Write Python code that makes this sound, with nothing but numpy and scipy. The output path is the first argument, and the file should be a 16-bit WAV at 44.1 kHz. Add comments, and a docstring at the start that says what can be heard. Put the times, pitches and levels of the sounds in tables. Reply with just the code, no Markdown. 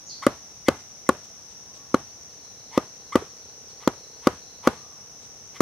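"""Throughout, insects drone as a shrill noise band, air rumbles and hisses, and a far engine throbs,
loudest after the middle. A bird chips first; then a stone knocks ten times on a cane lying on a log,
as damped modes and noise bursts. Most blows follow a short swish of resonant air, and the wood answers.
Between the blows leaves rustle, a far whistle arches up and down, and tiny falling notes twitter. Just
after the sixth blow comes one soft, low bump, as if the stone settles back; late on, a second whistle."""
import sys
import numpy as np
from scipy import signal
from scipy.fft import rfft, irfft
from scipy.io import wavfile
from scipy.ndimage import uniform_filter1d, minimum_filter1d

SR = 44100
rng = np.random.default_rng(int(sys.argv[2]) if len(sys.argv) > 2 else 0)


def store_wav(level_fs):
    """Save 16-bit WAV to argv[1]."""
    pcm = np.round(np.clip(np.atleast_2d(level_fs), -1, 1) * 32767)
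    wavfile.write(sys.argv[1], SR, pcm.T.astype(np.int16))


N = 247401
TIME = np.arange(N) / SR

# Far engine: firings a second, level when nearest, time nearest, time from there to 3 dB down
ENGINE_RATE_HZ, ENGINE_DB, ENGINE_NEAR_S, ENGINE_PASS_S = 32.7, -60, 3.8, 1

# Spectrum of the still air: [frequency_hz, relative_db]
AIR_SPECTRUM = [(25, 0.5), (60, 3), (110, 1.5), (200, -2), (450, -6.5), (780, -4.5), (900, -8.5),
                (1500, -11.5), (3000, -14.5), (4300, -11.5), (7600, -20), (11000, -22.5), (16000, -32)]
AIR_DB = -53
# Likeness of left and right in diffuse sound: [frequency_hz, coherence (no unit)]
PORT_COHERENCE = [(60, 0.95), (300, 0.74), (700, 0.82), (1400, 0.54), (3100, 0.13), (7000, 0),
                  (15000, 0.16)]
# Faint rustles of leaves: [start_s, length_s, level_db before the fade in and out]
RUSTLES = [(0.774, 0.07, -56), (1.222, 0.058, -54.5), (1.475, 0.094, -56), (1.719, 0.093, -53),
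           (3.672, 0.079, -54.5), (5.196, 0.084, -53.5)]
# Spectrum of a rustle: [frequency_hz, relative_db_per_hz]
LEAF_SPECTRUM = [(300, -15), (1500, -3), (4000, 11.5), (8000, 5.5), (15000, -27)]

# Spectrum of the insect chorus: [frequency_hz, relative_db_per_hz]
INSECT_SPECTRUM = [(3000, -34), (4900, -20.5), (5200, -8.5), (5450, 0.5), (5850, 4.5), (6100, 2),
                   (6400, -4.5), (6800, -12.5), (7300, -38.5), (10000, -31)]
INSECT_DB = -50.5  # before the gain of each side

# Bird levels are source levels, before the direct and scattered paths.
# The chip drops from a high pitch to a held low one and swells until it stops
CHIP_START_S, CHIP_DROP_S, CHIP_END_S, CHIP_FALL_S = .060, .090, 0.12, 0.0102
CHIP_HIGH_HZ, CHIP_LOW_HZ = 6650, 4300
CHIP_END_DB, CHIP_SWELL_DB_PER_S = -30, 170
# Far whistles, each an arch of pitch and level: [top_s, top_pitch_hz, top_level_db]
WHISTLES = [(1.815, 1129, -54.5), (4.835, 1200, -49.5)]
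# Length, share of the top pitch lost at the ends, level of the ends against the top
WHISTLE_S, WHISTLE_SAG, WHISTLE_FADE_DB = .29, .18, -4
# Phrases of the twittering bird: [start_s, end_s]; an end before its start gives no notes
TWITTERS = [(2.04, 2.1), (2.303, 2.5), (2.554, 3.07), (2.834, 2.6), (3.026, 2.9), (3.294, 3.54),
            (3.683, 4.8), (3.929, 3.6), (4.451, 4.8)]
TWITTER_DB = -57.5  # typical note

# Spectrum of ground, leaves and trunk in reply: [frequency_hz, relative_db]
NEAR_SPECTRUM = [(50, -30), (150, 0), (300, 7), (600, 0), (1100, -2), (2200, -15), (4000, -21),
                 (16000, -45)]
# Spectrum of the whole wood in reply: [frequency_hz, relative_db]
WOOD_SPECTRUM = [(30, -22), (55, 2), (80, 8), (115, 4), (160, 1), (300, -0.5), (550, 3), (800, 0),
                 (1200, 0), (2200, -15.5), (3200, -18.5), (6000, -23.5), (11000, -29.5), (16000, -42)]
# Reverberation time of the wood: [frequency_hz, t60_s]
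WOOD_DECAY = [(80, 0.25), (400, 0.19), (1200, 0.22), (4000, 0.42), (14000, 0.32)]
SCATTER_PER_THUD = 1.66  # dB of scatter per dB of thud

# Swings, each ending on the next blow:
# [start_s, loudest_s, level_db, lowest_resonance_gain_db, width_factor (no unit)]
SWINGS = [(0.217, 0.234, -32.5, 7.5, 0.8), (0.657, 0.676, -36.5, -13, 0.48), (1.062, 1.069, -53, -18, 0.47),
          (2.702, 2.772, -38.5, 5, 0.83), (3.119, 3.13, -30, 10, 0.55), (3.789, 3.838, -46, 6, 1.2),
          (4.213, 4.267, -43, 5.5, 1.38), (4.624, 4.671, -34, 11.5, 1.33), (5.533, 5.568, -45, 1, 1.2)]
# Resonances of the swish before each swing's changes: [frequency_hz, width_hz, relative_db]
SWISH_RESONANCES = [(1120, 340, -4.5), (2064, 510, -3), (3280, 1100, -7), (4500, 790, -13.5),
                    (8400, 6100, -14)]
SWISH_FADE_DB_PER_S, SWISH_SCATTER_DB = 457, -14

# The bump just after the sixth blow: onset, level before the soft rise, pitch, decay by 60 dB
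BUMP_S, BUMP_DB, BUMP_HZ, BUMP_T60 = 3.222, -23, 420, 0.035

# Blows, levels before tilt and balance: [start_s, thud_db, clack_db, contact_crack_db, fibre_crunch_db,
# thud_pitch_factor (no unit), clack_pitch_factor (no unit), hardness_db_per_octave]
BLOWS = [(0.266, -0.5, -5, -11.5, -18.5, 1.07, 0.953, 7), (0.6842, 0.5, -1.5, -11, -12.5, .99, 1, 10.5),
         (1.0906, 0, -9, -7, -14.5, 0.96, 0.84, 6), (1.9430, -3, 1.5, -21, -19.5, 0.98, 0.99, -3.5),
         (2.7758, -3.5, -5.5, -34.5, -20, 0.99, 0.94, 4), (3.1551, 0, -1.5, -34, -15.5, .97, 0.916, 5.5),
         (3.8745, -3.5, -3, -51, -16, 0.96, 0.982, -6), (4.2700, 0, 4.5, -27, -11.5, .98, 0.97, -8.5),
         (4.6725, 1.5, 8, -22, -11.5, .98, 1.004, -6), (5.6050, -3.5, -0.5, -25, -16.5, 0.93, 0.96, -2)]
# Modes of the log, before pitch factor and tilt: [frequency_hz, level_db, t60_s]
LOG_MODES = [(217, -6.5, 0.026), (503, 0.5, 0.02), (262, -5, 0.017), (395.4, -17.5, 0.08), (592, -9, 0.018),
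             (101.4, -23.5, 0.053)]
# Modes of the cane on it, before pitch factor and tilt: [frequency_hz, level_db, t60_s]
CANE_MODES = [(1135, -12.5, 0.018), (1301, -10.5, 0.039), (1450, -18, 0.018), (2124, -22.5, 0.026),
              (3170, -28.5, 0.01), (4400, -51, 0.0059), (1025, -23.5, 0.064), (736, -33.5, 0.1)]
# Spectrum of the contact's crack: [frequency_hz, relative_db_per_hz]
CRACK_SPECTRUM = [(200, -38), (800, 23), (1500, -23), (2100, 17), (2800, -49), (4400, -50), (5600, -19.5),
                  (7000, 4), (8200, -6), (9700, 4), (12000, -7), (16000, -24.5)]
# Spectrum of the splitting cane: [frequency_hz, relative_db_per_hz]
SPLIT_SPECTRUM = [(150, -30), (450, -55), (620, 19.5), (820, -39), (1050, 17), (1600, 7.5), (2100, -5),
                  (2700, -30), (5000, -41), (16000, -62)]
# Spectrum of the crunching fibres: [frequency_hz, relative_db_per_hz]
CRUNCH_SPECTRUM = [(200, -42), (500, 17), (1000, 18), (1800, 4), (2600, 1), (3200, 1.5), (4400, 1.5),
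                   (6500, 3), (8200, -10), (10000, -15.5), (16000, -17)]

EDGE_HZ = 16100  # upper edge of the band kept


def amp(db):
    """Logarithmic level: decibels become a gain in amplitude."""
    return 10 ** (np.asarray(db) / 20)


def unit(x):
    """Mean power: scales a signal to rms 1."""
    return x / np.sqrt(np.mean(x ** 2) + 1e-20)


def read(points, hz):
    """Logarithmic pitch: reads a table between its points along a log-frequency axis."""
    f, value = np.transpose(points)
    return np.interp(np.log(hz + 1), np.log(f + 1), value)


def add(mix, s, sound):
    """Superposition: mixes a sound in at time s."""
    part = mix[..., max(round(s * SR), 0):][..., :sound.shape[-1]]
    part += sound[..., :part.shape[-1]]


def noise(spectrum, size):
    """Spectral shaping: white noise weighted by frequency, at rms 1."""
    white = rfft(rng.standard_normal(size))
    gain = amp(read(spectrum, np.fft.rfftfreq(size, 1 / SR)))
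    return unit(irfft(white * gain, size))


def resonate(x, hz, width):
    """Resonance: two equal poles in a row select a band, which may follow a path of frequency."""
    turn = np.exp(2j * np.pi * np.cumsum(hz * np.ones(len(x))) / SR)
    r = np.exp(-np.pi * width / SR)
    # shift the band to zero frequency, filter it there and shift it back
    return (turn * signal.lfilter([(1 - r) ** 2], [1, -2 * r, r * r], x / turn)).real


def delayed(x, s):
    """Travel time: the same sound, s seconds later."""
    return np.interp(TIME - s, TIME, x, left=0)


def ports(a, b):
    """Diffuse-field coherence: two close ports hear much alike in the bass, less in the treble."""
    same = np.clip(read(PORT_COHERENCE, np.fft.rfftfreq(len(a), 1 / SR)), -1, 1)
    second = same * rfft(a) + np.sqrt(1 - same ** 2) * rfft(b)
    return np.array([a, irfft(second, len(a))])


def tail(decay, spectrum, rise):
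    """Reverberation: a diffuse tail, scaled to energy 1 on the left, each band dying at its own rate."""
    size = SR // 2
    diffuse = ports(noise(spectrum, size), noise(spectrum, size))
    hz, at, bands = signal.stft(diffuse, SR, nperseg=256)
    bands = bands * amp(-60 * at / read(decay, hz)[:, None])
    both = signal.istft(bands, SR, nperseg=256)[1][:, :size]
    both = both * (1 - np.exp(-(TIME[:size] / rise) ** 2))
    return both / np.linalg.norm(both[0])


def engine(pipe_hz=460, width_hz=130, puff=0.34):
    """Pulse excitation: firings puff through one exhaust resonance; amplitude falls as 1 / distance."""
    turns = ENGINE_RATE_HZ * TIME
    puffs = np.exp(-(turns % 1) / puff) * rng.standard_normal(N)  # puff is a share of the firing period
    pulses = np.diff(np.floor(turns), prepend=0)
    exhaust = unit(resonate(unit(pulses) + 0.07 * unit(puffs), pipe_hz, width_hz))
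    distance = np.hypot(1, (TIME - ENGINE_NEAR_S) / ENGINE_PASS_S)  # steady speed, nearest distance 1
    return amp(ENGINE_DB) / distance * exhaust


def air():
    """Diffuse noise: low rumble and soft hiss, with brief swells of brighter noise for the leaves."""
    balance = amp([[.7], [-.7]])
    out = amp(AIR_DB) * ports(noise(AIR_SPECTRUM, N), noise(AIR_SPECTRUM, N)) * balance
    for s, length, db in RUSTLES:
        size = round(length * SR)
        rustle = ports(noise(LEAF_SPECTRUM, size), noise(LEAF_SPECTRUM, size))
        add(out, s, amp(db) * np.hanning(size) * rustle)
    return out


def insects(opposed=0.22, left_db=5.5, right_db=4.0):
    """Incoherent sum: many insects merge into one noise band, partly in opposite phase at the ports."""
    a, b = noise(INSECT_SPECTRUM, N), noise(INSECT_SPECTRUM, N)
    left = amp(left_db) * a
    right = amp(right_db) * (np.sqrt(1 - opposed ** 2) * b - opposed * a)
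    return amp(INSECT_DB) * np.array([left, right])


def note(hz, db, rough, width_hz):
    """Frequency modulation: a tone follows a path of pitch and level; roughness frays it into a band."""
    pure = np.sin(2 * np.pi * np.cumsum(hz) / SR)
    frayed = unit(resonate(rng.standard_normal(len(hz)), hz, width_hz))
    tone = (1 - rough) * pure + rough * frayed
    return amp(db) * tone * signal.windows.tukey(len(hz), .2)


def whistles():
    """Parabolic glide: far whistles rise, level off and sink again in pitch and level."""
    t, out = np.arange(-WHISTLE_S / 2, WHISTLE_S / 2, 1 / SR), np.zeros(N)
    off_top = (2 * t / WHISTLE_S) ** 2
    for s, hz, db in WHISTLES:
        pitch = hz * (1 - WHISTLE_SAG * off_top)
        add(out, s + t[0], note(pitch, db + WHISTLE_FADE_DB * off_top, rough=.35, width_hz=90))
    return out


def twitters(top_hz=4550, bottom_hz=3950, uneven_db=1.5, gap_s=.042, note_s=.028):
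    """Repeated downward glides: runs of tiny notes, a little uneven in time, pitch and level."""
    out, fall = np.zeros(N), np.linspace(top_hz, bottom_hz, round(note_s * SR))
    for start, end in TWITTERS:
        for s in np.arange(start, end, gap_s):
            late_s, shift = rng.uniform(0, .014), rng.uniform(.97, 1.03)
            db = TWITTER_DB + uneven_db * rng.standard_normal()
            add(out, s + late_s, note(fall * shift, db, rough=0.48, width_hz=130))
    return out


def chip():
    """Downward glide: one harsh call drops quickly in pitch and swells on its low note."""
    t, out = np.arange(CHIP_START_S, CHIP_END_S, 1 / SR), np.zeros(N)
    still_high = (1 - np.tanh((t - CHIP_DROP_S) / CHIP_FALL_S)) / 2
    hz = CHIP_LOW_HZ + (CHIP_HIGH_HZ - CHIP_LOW_HZ) * still_high
    db = CHIP_END_DB + CHIP_SWELL_DB_PER_S * (t - CHIP_END_S)
    add(out, CHIP_START_S, note(hz, db, rough=0.62, width_hz=520))
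    return out


def birds(whistle_wet_db=-9, chip_direct_db=-8.0):
    """Direct and scattered paths: three birds are each heard straight and blurred by the trees."""
    near, far, tiny = chip(), whistles(), twitters()
    trees = tail([(1000, 0.76), (5000, 0.51)], [(1000, 0), (5000, -1.4)], rise=0.0096)
    to_trees = near + amp(whistle_wet_db) * far + tiny
    direct = amp(chip_direct_db) * near + .5 * far + tiny
    return direct + signal.fftconvolve(to_trees[None], trees, axes=1)[:, :N]


def scatter(near_db=3.0, near_t60=0.056, wood_db=0.5, trunk_s=0.056, trunk_db=-15.5):
    """Scattering: ground and leaves at hand, a trunk further off and the whole wood return each blow."""
    out, quick = np.zeros((2, N)), [(100, near_t60), (16000, near_t60)]
    for s, thud_db, *_ in BLOWS:
        db = SCATTER_PER_THUD * thud_db
        add(out, s, amp(db + near_db) * tail(quick, NEAR_SPECTRUM, rise=0.013))
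        add(out, s + trunk_s, amp(db + trunk_db) * tail(quick, NEAR_SPECTRUM, rise=0.0023))
        add(out, s, amp(db + wood_db) * tail(WOOD_DECAY, WOOD_SPECTRUM, rise=0.0097))
    return out


def swishes(glide=0.145, glide_s=0.011, clean=0.77):
    """Aeroacoustic resonance: air rushes through a few bands; the lowest rises with the speed."""
    out = np.zeros(N)
    for start, top, db, low_db, breadth in SWINGS:
        blow_s = min(s for s, *_ in BLOWS if s > start)
        t = np.arange(start, blow_s, 1 / SR)
        rush = np.zeros(len(t))
        pure = np.clip(clean - breadth ** 2, 0, 1)  # a narrow swish whistles, a broad one hisses
        for k, (hz, width, mode_db) in enumerate(SWISH_RESONANCES):
            path = hz * (1 + glide * np.tanh((t - top) / glide_s) * (k == 0))
            level = amp(mode_db + low_db * (k == 0)) * (breadth if k > 1 else 1)
            band = unit(resonate(rng.standard_normal(len(t)), path, width * breadth))
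            tone = np.sin(2 * np.pi * np.cumsum(path) / SR)
            share = pure * (k < 2)  # only the two lowest can whistle
            rush += level * unit((1 - share) * band + share * tone)
        swell = np.interp(t, [start, top], [0, 1]) ** 1.04
        fade = amp(-SWISH_FADE_DB_PER_S * np.maximum(t - top, 0))
        add(out, start, amp(db) * unit(rush) * swell * fade)
    trees = tail([(1000, 0.52), (8000, 0.34)], [(300, -3), (2000, 1), (16000, -4)], rise=0.016)
    scattered = signal.fftconvolve(out[None], trees, axes=1)[:, :N]
    return out * amp([[.8], [-.8]]) + amp(SWISH_SCATTER_DB) * scattered


def bump():
    """Damped oscillation: one soft, low knock, as if the stone settles back on the cane."""
    t, out = TIME[:4096], np.zeros(N)
    soft_onset = 1 - np.exp(-t / 0.0012)
    decay = amp(BUMP_DB - 60 * t / BUMP_T60)
    add(out, BUMP_S, decay * soft_onset * np.sin(2 * np.pi * BUMP_HZ * t))
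    return out


def ring(modes, t, pitch, tilt_db):
    """Modal superposition: damped modes of alternating sign; a hard contact favours the high ones."""
    pivot = modes[0][0]
    out = np.zeros(len(t))
    for k, (hz, db, t60) in enumerate(modes):
        level = amp(db + tilt_db * np.log2(hz / pivot) - 60 * t / t60)
        out += (-1) ** k * level * np.sin(2 * np.pi * hz * pitch * t)
    return out


def knocks(crack_s=0.0011, crunch_s=0.0012, echo_s=0.003457, echo=0.51, treble_echo=0.028,
           grain=0.37, log_tilt=0.12, split_db=-3, split_s=0.0017):
    """Impact: a blow rings log and cane; the contact cracks, fibres crunch as the stone sinks in."""
    size = 4096
    t = TIME[:size]
    body, grit = np.zeros((2, N)), np.zeros((2, N))
    for s, thud_db, clack_db, crack_db, crunch_db, log_pitch, cane_pitch, hard_db in BLOWS:
        log_hard_db = log_tilt * hard_db  # the log feels little of the hardness
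        thud = amp(thud_db - log_hard_db) * ring(LOG_MODES, t, log_pitch, log_hard_db)
        clack = amp(clack_db) * ring(CANE_MODES, t, cane_pitch, hard_db)
        add(body, s, thud * amp([[.5], [-.5]]) - clack * amp([[1.1], [-1.1]]))
        # a sharp contact also sets the cane splitting, a rough burst in the mids
        burst = (t / split_s) * np.exp(1 - t / split_s)
        split = amp(crack_db + split_db) * burst * noise(SPLIT_SPECTRUM, size)
        add(body, s, split * amp([[1.1], [-1.1]]))
        snap = amp(crack_db) * np.exp(-t / crack_s)
        # the crunch swells with the force and comes in clumps
        uneven = unit(uniform_filter1d(rng.standard_normal(size), size=12))
        clumps = unit(np.exp(grain * uneven))
        force = (t / crunch_s / 2) ** 2 * np.exp(2 - t / crunch_s)
        crush = amp(crunch_db) * force * clumps
        middle, other = (snap * noise(CRACK_SPECTRUM, size) + crush * noise(CRUNCH_SPECTRUM, size)
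                         for _ in range(2))
        side = 0.74 * np.gradient(other)  # the ports differ more the higher the pitch
        add(grit, s, np.array([middle + side, middle - side]) * amp([[1.7], [-1.7]]))
    # a hard surface close by throws each blow back at once
    reflected = echo * body + treble_echo * grit
    return body + grit + np.array([delayed(x, echo_s) for x in reflected])


def scene():
    """Superposition: the far sounds of the wood under the near blows and their scatter."""
    background = engine() + air() + insects() + birds()
    return background + scatter() + swishes() + bump() + knocks()


def record(dry, low_cut_hz=58, rumble_cut_hz=48, threshold_db=-19, slope=0.36, recovery_db_per_s=140):
    """Dynamic compression: bass cut, gain dips above a threshold, peak limiter, then band limits."""
    dry = signal.sosfilt(signal.butter(2, low_cut_hz, "high", fs=SR, output="sos"), dry)
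    power = signal.lfilter([.004], [1, -.996], (dry ** 2).mean(0))
    power_db = 10 * np.log10(power + 1e-12)
    # the held level falls back at a steady rate after each peak
    fall = TIME * recovery_db_per_s
    held_db = np.maximum.accumulate(power_db + fall) - fall
    over_db = np.maximum(held_db - threshold_db, 0)
    lag = np.exp(-1 / (0.0055 * SR))  # the gain follows with a lag of 5.5 ms
    ducked = dry * amp(-slope * signal.lfilter([1 - lag], [1, -lag], over_db))
    # a quick limiter holds the peaks near full scale
    room = minimum_filter1d(1 / np.maximum(abs(ducked).max(0), 1), size=129)
    limited = ducked * uniform_filter1d(room, size=129)
    limited = signal.sosfilt(signal.butter(2, rumble_cut_hz, "high", fs=SR, output="sos"), limited)
    low_pass = signal.firwin(511, EDGE_HZ, window=("kaiser", 9), fs=SR)
    return signal.oaconvolve(limited, low_pass[None], "same")


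dry = scene()
out = record(dry)
store_wav(out)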